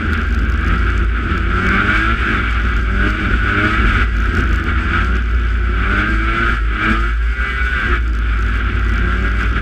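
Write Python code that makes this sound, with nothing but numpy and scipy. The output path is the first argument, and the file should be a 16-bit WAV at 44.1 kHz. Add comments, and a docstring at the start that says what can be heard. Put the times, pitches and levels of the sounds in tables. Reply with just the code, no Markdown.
"""A snowmobile rides a roadside trail, heard from a closed camera case mounted on it. From the start
the mount shudders near 55 Hz and the case ticks on bumps. As the throttle opens and the track digs into
humps, engine harmonics and rasp ring in the case near 1.4 kHz, over exhaust note, track rumble and the
hiss of snow. The note clears with each climb of the revs and turns to rasp with each fall. The revs
peak near 7.7 s, then sink back, and the ride goes on with the case chattering."""
import sys
import numpy as np
from scipy import signal
from scipy.fft import rfft, irfft, next_fast_len
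from scipy.io import wavfile
from scipy.ndimage import uniform_filter1d

SR = 44100
rng = np.random.default_rng(int(sys.argv[2]) if len(sys.argv) > 2 else 0)


def dump_mix(stems):
    """Bounce the given channels to the path in sys.argv[1] as a 16-bit WAV at rate SR."""
    frames = np.atleast_2d(stems).T  # one column per channel
    limited = np.clip(frames, -1, 1)  # hard clip at full scale
    pcm = np.round(limited * 32767).astype(np.int16)
    wavfile.write(sys.argv[1], SR, pcm)


N = 423801
TIME = np.arange(N) / SR
CRUISE_HZ = 100  # crankshaft turns per second at cruising revs


def snarl(turns, load, speed):
    """Resonance: high engine harmonics and gas noise, puffing with each turn, ring in the case."""
    # Response of the case. Each row: frequency in Hz, gain in dB.
    case = [(200, -43), (500, -25.5), (790, -20.5), (930, -27), (1030, -22), (1200, -11.5), (1320, -1.5),
            (1600, -2.5), (1830, -15), (2450, -13.5), (3400, -20), (4050, -32.5), (9000, -60)]
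    # Narrow modes of the case. Each row: frequency in Hz, width in Hz, gain in dB.
    modes = [(1450, 40, 3), (1975, 77, 5.5), (2273, 78, 7), (2858, 60, 2), (3495, 45, 5)]
    share = clean_share(speed, steady=0.48, climbing=0.091, per_octave=0.42)
    share = np.clip(share + 0.015 * excess(speed, 127), 0, 0.85)  # cleaner still near top revs
    tone = colour(harmonics(turns, range(8, 40), flutter_db=4), case, modes)
    tone = colour(tone, [(1600, -1), (1820, -2.5), (2000, -2), (2250, -1.7), (2550, -8.5)])
    puffs = 1 + 0.062 * np.cos(2 * np.pi * turns) + 0.12 * np.cos(4 * np.pi * turns)
    rasp = colour(rng.standard_normal(N) * puffs * from_db(0.61 * drift(28)), case, modes)
    sound = blend(tone, rasp, share, band_hz=(1100, 1850))
    treble_db = level(load, speed, base_db=0.4, per_load=-0.046, per_octave=3.2)
    sound = sound + band(sound, 1870, 16000) * (from_db(treble_db) - 1)
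    level_db = level(load, speed, base_db=-29, per_load=0.92, per_octave=-0.1)
    return from_db(level_db + 1.08 * drift(11)) * sound


def exhaust_and_track(turns, load, speed):
    """Structure-borne sound: the mount passes exhaust harmonics and the track's rumble on snow."""
    # Spectral envelope of the exhaust note. Each row: frequency in Hz, gain in dB.
    exhaust = [(135, -19.5), (172, -2), (212, -4.5), (240, -5), (275, -15), (320, -0.5), (400, -10.5),
               (470, -19.5), (620, -17.5), (800, -25.5), (930, -40)]
    # Spectrum of the track. Each row: frequency in Hz, spectral density in dB.
    track = [(20, -6), (42, 15.5), (90, 9), (145, -0.5), (180, 3.5), (240, 9), (280, -2.5), (350, 3.5),
             (420, -4), (480, -12.5), (800, -25), (930, -29), (5000, -80)]
    share = clean_share(speed, steady=0.44, climbing=0.26, per_octave=0.78)
    share = share * from_db(-0.5 * excess(speed, 111))  # at top revs the note sinks into the rumble
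    boom = from_db(-0.6 * excess(speed, 109)) * harmonics(turns, [2], flutter_db=2.5)
    note = colour(boom + harmonics(turns, range(3, 10), flutter_db=2), exhaust)
    rumble = colour(rng.standard_normal(N) * from_db(0.91 * drift(30)), track)
    sound = blend(note, rumble, share, band_hz=(130, 480))
    level_db = level(load, speed, base_db=-33, per_load=0.92, per_octave=-8.5)
    isolation_db = 0.28 * excess(speed, 112.7)  # the mount keeps out more at high revs
    return from_db(level_db - isolation_db + 1.57 * drift(5.6)) * sound


def frame_shake(turns, load, speed):
    """Forced vibration: the engine rocks the frame once a turn; the mount passes less at high revs."""
    level_db = level(load, speed, base_db=-32, per_load=0.61, per_octave=-24)
    rocking = from_db(level_db + 0.88 * drift(1.7)) * np.sqrt(2) * np.sin(2 * np.pi * turns)
    return colour(rocking, [(100, -1), (115, -1), (132, -5)])


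def mount_shudder(cycles, load, roughness):
    """Amplitude modulation: the mount's near-sinusoidal swing wavers on rough snow and briefly stalls."""
    # Dips of the swing. Each row: centre in seconds, half width in seconds.
    stalls = [(0, 0.039), (0.147, 0.078), (1.28, 0.057), (1.608, 0.027), (1.81, .035), (2.174, .012),
              (2.314, 0.032), (3.202, 0.033), (3.66, 0.035), (4.36, 0.034), (4.655, 0.034), (4.84, 0.015),
              (5.96, 0.016), (6.078, .015), (6.373, 0.02), (6.827, .045), (7.359, .016), (7.47, .014),
              (7.59, 0.0071), (7.7, 0.0079), (7.806, .02)]
    stall_db = 16.5 * sum(swell(centre, width_s) for centre, width_s in stalls)
    waver_db = 2.25 * roughness * np.abs(drift(8.9))
    level_db = -14.5 - 0.013 * load - stall_db - waver_db
    return from_db(level_db) * np.sqrt(2) * np.sin(2 * np.pi * cycles)


def case_ticks(cycles):
    """Impact noise: plastic strikes plastic, hard on bumps, lightly on most swings while it chatters."""
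    # The hardest impacts. Each row: time in seconds, relative level in dB.
    knocks = [(0.1321, -19), (0.3471, -24), (0.3895, -28), (0.4983, -24), (0.6754, -30), (0.7806, -33),
              (0.9777, -27), (1.3773, -28), (1.6666, -24.5), (1.6886, -23), (2.7651, -28), (3.1038, -26),
              (4.1674, -27), (4.3505, -25), (4.3715, -25), (4.4059, -24), (4.5291, -26), (4.559, -24),
              (4.6394, -27), (5.0459, -29), (5.1672, -32), (8.4233, -29), (8.8932, -29), (8.9371, -29),
              (8.979, -29), (9.41, -31), (9.4305, -26)]
    # Spells of chatter. Each row: start in seconds, end in seconds, typical relative level in dB.
    chatter = [(0.1, 1.05, -34.5), (2.5, 2.85, -36), (4.15, 4.6, -31.5), (5.0, 5.65, -40.5),
               (6.95, 7.8, -44), (7.8, 8.2, -36), (8.35, 9.0, -36), (9.15, 9.6, -37.5)]
    # Spectrum of an impact. Each row: frequency in Hz, gain in dB.
    spectrum = [(1500, -10), (3600, -5), (4900, 1), (6300, -2.5), (8300, -11), (10300, -19), (12800, -16),
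                (15000, -21)]
    chance, spread_db, gain_db, decay_s = 0.85, 3, 19.5, 0.00068
    swing_ends = TIME[1:][np.diff(np.floor(cycles)) > 0]
    count = len(swing_ends)
    impacts = list(knocks)
    for when, luck, force in zip(swing_ends, rng.random(count), rng.standard_normal(count)):
        for start, end, db in chatter:
            if start < when < end and luck < chance:
                impacts.append((when, db + spread_db * force))
    clicks = np.zeros(N)
    age = np.arange(SR // 200) / SR
    for when, db in impacts:
        crack = rng.standard_normal(len(age)) * np.exp(-age / decay_s)
        crack /= np.linalg.norm(crack)
        at = min(int((when + 0.001) * SR), N)
        clicks[at:at + len(age)] += from_db(db + gain_db) * crack[:N - at]
    return colour(clicks, spectrum)


def snow_hiss(load, speed):
    """Broadband noise: the drive and thrown snow hiss, surging with load and brightening with revs."""
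    # Spectrum of the hiss. Each row: frequency in Hz, spectral density in dB.
    spectrum = [(2500, -15), (4100, -10), (4800, 3), (5700, -5.5), (7000, -8.5), (8000, -3.5),
                (9000, -16.5), (11000, -18.5), (12500, -26), (14400, -19), (15000, -43.5)]
    hiss = colour(rng.standard_normal(N), spectrum, modes=[(4430, 170, 9.2), (6380, 230, 5.1)])
    hiss = hiss / hiss.std()
    sizzle_db = level(load, speed, base_db=-0.1, per_load=0, per_octave=10)
    hiss = hiss + band(hiss, 9000, 18000) * (from_db(sizzle_db) - 1)
    inertia_s = 0.55  # the sled takes time to gather speed
    pole = np.exp(-1 / (inertia_s * SR))
    momentum_db = 0.4 * signal.lfilter([1 - pole], [1, -pole], load)
    level_db = level(load, speed, base_db=-57.5, per_load=0.57, per_octave=0.93)
    return from_db(level_db + momentum_db + 1.9 * drift(11)) * hiss


def engine_load():
    """Superposition: throttle squeezes and humps of snow add up to the load, in dB above coasting."""
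    # Squeezes of the throttle. Each row: opening in seconds, closing in seconds, load in dB.
    throttle = [(-.1, 0.183, 0), (0.43, 1.023, 5), (1.382, 2.116, 8.5), (2.07, 2.798, 5),
                (2.81, 3.344, 8.5), (3.303, 4.02, 11), (4.063, 5.18, 4.5), (5.633, 6.55, 8),
                (6.65, 7.102, 6.5), (7.274, 7.957, 9), (8.244, 9.6, 3.5)]
    # Humps the track digs into. Each row: peak time in seconds, extra load in dB, rise in seconds.
    humps = [(0.171, 7, 0.24), (0.409, 2, 0.089), (.74, 4, 0.042), (1.345, 7.5, 0.096), (1.92, 5.5, 0.26),
             (2.372, 7, 0.13), (2.74, 0.5, 0.022), (3.08, 5, 0.034), (3.68, 3.5, 0.09), (4.21, 0.5, 0.044),
             (4.4, 3.5, 0.05), (4.702, 6, 0.033), (5.01, 6.5, 0.076), (6.021, 3.5, 0.071),
             (6.479, 6, 0.094), (6.919, 7, 0.071), (7.9, 0.6, 0.034), (9.08, 3, 0.11), (9.27, 5, 0.029),
             (9.44, 4.5, .035), (9.58, 7, 0.023)]
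    open_s, close_s, lull_db, lull_s = 0.19, 0.042, 2.5, 0.049
    load = sum(db * swell(peak, rise_s, fall_ratio=0.45) for peak, db, rise_s in humps)
    next_openings = [row[0] for row in throttle[1:]] + [np.inf]
    for (opens, closes, db), reopens in zip(throttle, next_openings):
        rise = np.clip((TIME - opens) / open_s, 0, 1)
        fall = np.clip(1 - (TIME - closes) / close_s, 0, 1)
        load = load + db * rise * fall
        if reopens > closes + close_s:  # shut fully, the engine goes slack for a moment
            load = load - lull_db * swell(closes + close_s + lull_s, lull_s)
    return load


def harmonics(turns, orders, flutter_db):
    """Fourier series: periodic firing gives partials at multiples of the crank rate, each fluttering."""
    # Partials that stand out or fall back. Each row: multiple of the crank rate, gain in dB.
    emphasis = [(2, 3), (3, 2.5), (4, 2), (5, -6.5), (6, 2), (7, -4), (8, -1), (9, -2), (10, -5), (11, 2),
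                (12, 2.5), (13, -0.5), (14, 0), (15, 3.5), (16, 1), (21, 3), (22, 4)]
    order_db = dict(emphasis)
    tone = 0
    for order in orders:
        gain = from_db(order_db.get(order, 0) + flutter_db * drift(7))
        tone = tone + gain * np.sin(2 * np.pi * (order * turns + rng.random()))
    return tone


def clean_share(speed, steady, climbing, per_octave):
    """Periodicity: even firing at high or climbing revs puts a larger share of power in the harmonics."""
    octaves = np.log2(speed / CRUISE_HZ)
    octaves_per_s = uniform_filter1d(np.gradient(octaves) * SR, SR // 8)
    pull = np.tanh(octaves_per_s / 0.28)
    return np.clip(steady + climbing * pull + per_octave * octaves, 0.05, 0.82)


def mount_cycles(roughness):
    """Phase modulation: rough ground jolts the phase of the mount's swing, counted in cycles."""
    # Rate of the swing. Each row: time in seconds, frequency in Hz.
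    swing_rate = [(0, 55.9), (1, 55), (2.5, 57), (3.1, 53.57), (3.8, 55.86), (4.2, 53.95), (4.6, 57.2),
                  (5.1, 57.9), (6.6, 52.63), (7.05, 52.7), (7.45, 57.6), (7.85, 58.9), (8.25, 53.9),
                  (9.6, 56.6)]
    return np.cumsum(in_time(swing_rate)) / SR + 0.055 * roughness * drift(9)


def level(load, speed, base_db, per_load, per_octave):
    """Power law: a level in dB moves in proportion to dB of load and octaves of revs above cruising."""
    return base_db + per_load * load + per_octave * np.log2(speed / CRUISE_HZ)


def blend(tone, noise, share, band_hz):
    """Incoherent addition: tone and noise, each levelled within a band, share the power."""
    return np.sqrt(share) * levelled(tone, band_hz) + np.sqrt(1 - share) * levelled(noise, band_hz)


def levelled(x, band_hz):
    """Normalisation: x held at unit rms within a band, over tenths of a second."""
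    power = uniform_filter1d(band(x, *band_hz) ** 2, SR // 10)
    return x / np.sqrt(power + 1e-12)


def colour(x, spectrum, modes=()):
    """Linear filtering by a curve of (Hz, dB) points and resonances of (Hz, width in Hz, dB)."""
    size = next_fast_len(N + SR // 10)
    hz = np.fft.rfftfreq(size, 1 / SR)
    point_hz, point_db = np.transpose(spectrum)
    curve_db = np.interp(np.log(hz + 1), np.log(point_hz), point_db)
    modes_db = sum(db / (1 + (2 * (hz - centre) / width) ** 2) for centre, width, db in modes)
    return irfft(rfft(x, size) * from_db(curve_db + modes_db), size)[:N]


def band(x, low_hz, high_hz):
    """Zero-phase band-pass filtering."""
    return signal.sosfiltfilt(signal.butter(3, [low_hz, high_hz], "band", fs=SR, output="sos"), x)


def drift(rate_hz):
    """Low-passed noise: a smooth random fluctuation of unit standard deviation."""
    hop, settle = 40, 2000
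    pole = np.exp(-2 * np.pi * rate_hz * hop / SR)
    noise = rng.standard_normal(N // hop + settle + 2)
    slow = signal.lfilter([1], [1, -2 * pole, pole * pole], noise)[settle:]
    return np.interp(np.arange(N) / hop, np.arange(len(slow)), slow / slow.std())


def swell(peak_s, rise_s, fall_ratio=1):
    """A Gaussian pulse of height 1 whose fall lasts fall_ratio times its rise."""
    width = np.where(TIME < peak_s, rise_s, rise_s * fall_ratio)
    return np.exp(-0.5 * np.minimum(((TIME - peak_s) / width) ** 2, 50))


def excess(speed, threshold_hz):
    """A threshold: the crank rate above it in Hz, zero below."""
    return np.maximum(speed - threshold_hz, 0)


def in_time(curve):
    """Linear interpolation of (seconds, value) points at every sample."""
    return np.interp(TIME, *np.transpose(curve))


def from_db(db):
    """Decibels to amplitude ratio."""
    return 10 ** (np.asarray(db) / 20)


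def scene():
    """Common modulation: one slightly uneven crankshaft and one load tie the sources together."""
    # Revs of the crankshaft. Each row: time in seconds, turns per second.
    crank = [(0, 79.3), (.36, 74), (.52, 74.2), (.76, 88), (1.42, 82.3), (1.8, 100.1), (1.96, 105.5),
             (2.18, 116), (2.36, 101.5), (2.86, 92.8), (3.18, 106.8), (3.32, 98.3), (3.5, 97.8),
             (3.78, 109), (3.92, 100.5), (4.2, 88.4), (4.52, 82.1), (4.88, 81.2), (5.17, 96.2),
             (5.32, 89.6), (5.66, 87.5), (6.08, 105.4), (6.51, 116.8), (6.68, 106.5), (6.79, 104.3),
             (6.96, 111), (7.33, 130.4), (7.5, 133.3), (7.74, 134.4), (7.99, 111.8), (8.22, 97.6),
             (9.02, 87.6), (9.4, 99.5), (9.6, 95.3)]
    speed = in_time(crank)
    load = engine_load()
    roughness = from_db(level(load, speed, base_db=-5.5, per_load=1, per_octave=-5.5))
    turns = np.cumsum(speed * (1 + 0.00322 * drift(23.5))) / SR
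    cycles = mount_cycles(roughness)
    mix = snarl(turns, load, speed) + exhaust_and_track(turns, load, speed)
    mix += frame_shake(turns, load, speed) + mount_shudder(cycles, load, roughness)
    mix += snow_hiss(load, speed) + case_ticks(cycles)
    return mix[None]


def record(dry):
    """Band limiting: a steep low-pass filter cuts the highest treble."""
    cutoff_hz = 15300
    return signal.sosfilt(signal.ellip(10, 0.1, 80, cutoff_hz, fs=SR, output="sos"), dry)


dry = scene()
out = record(dry)
dump_mix(out)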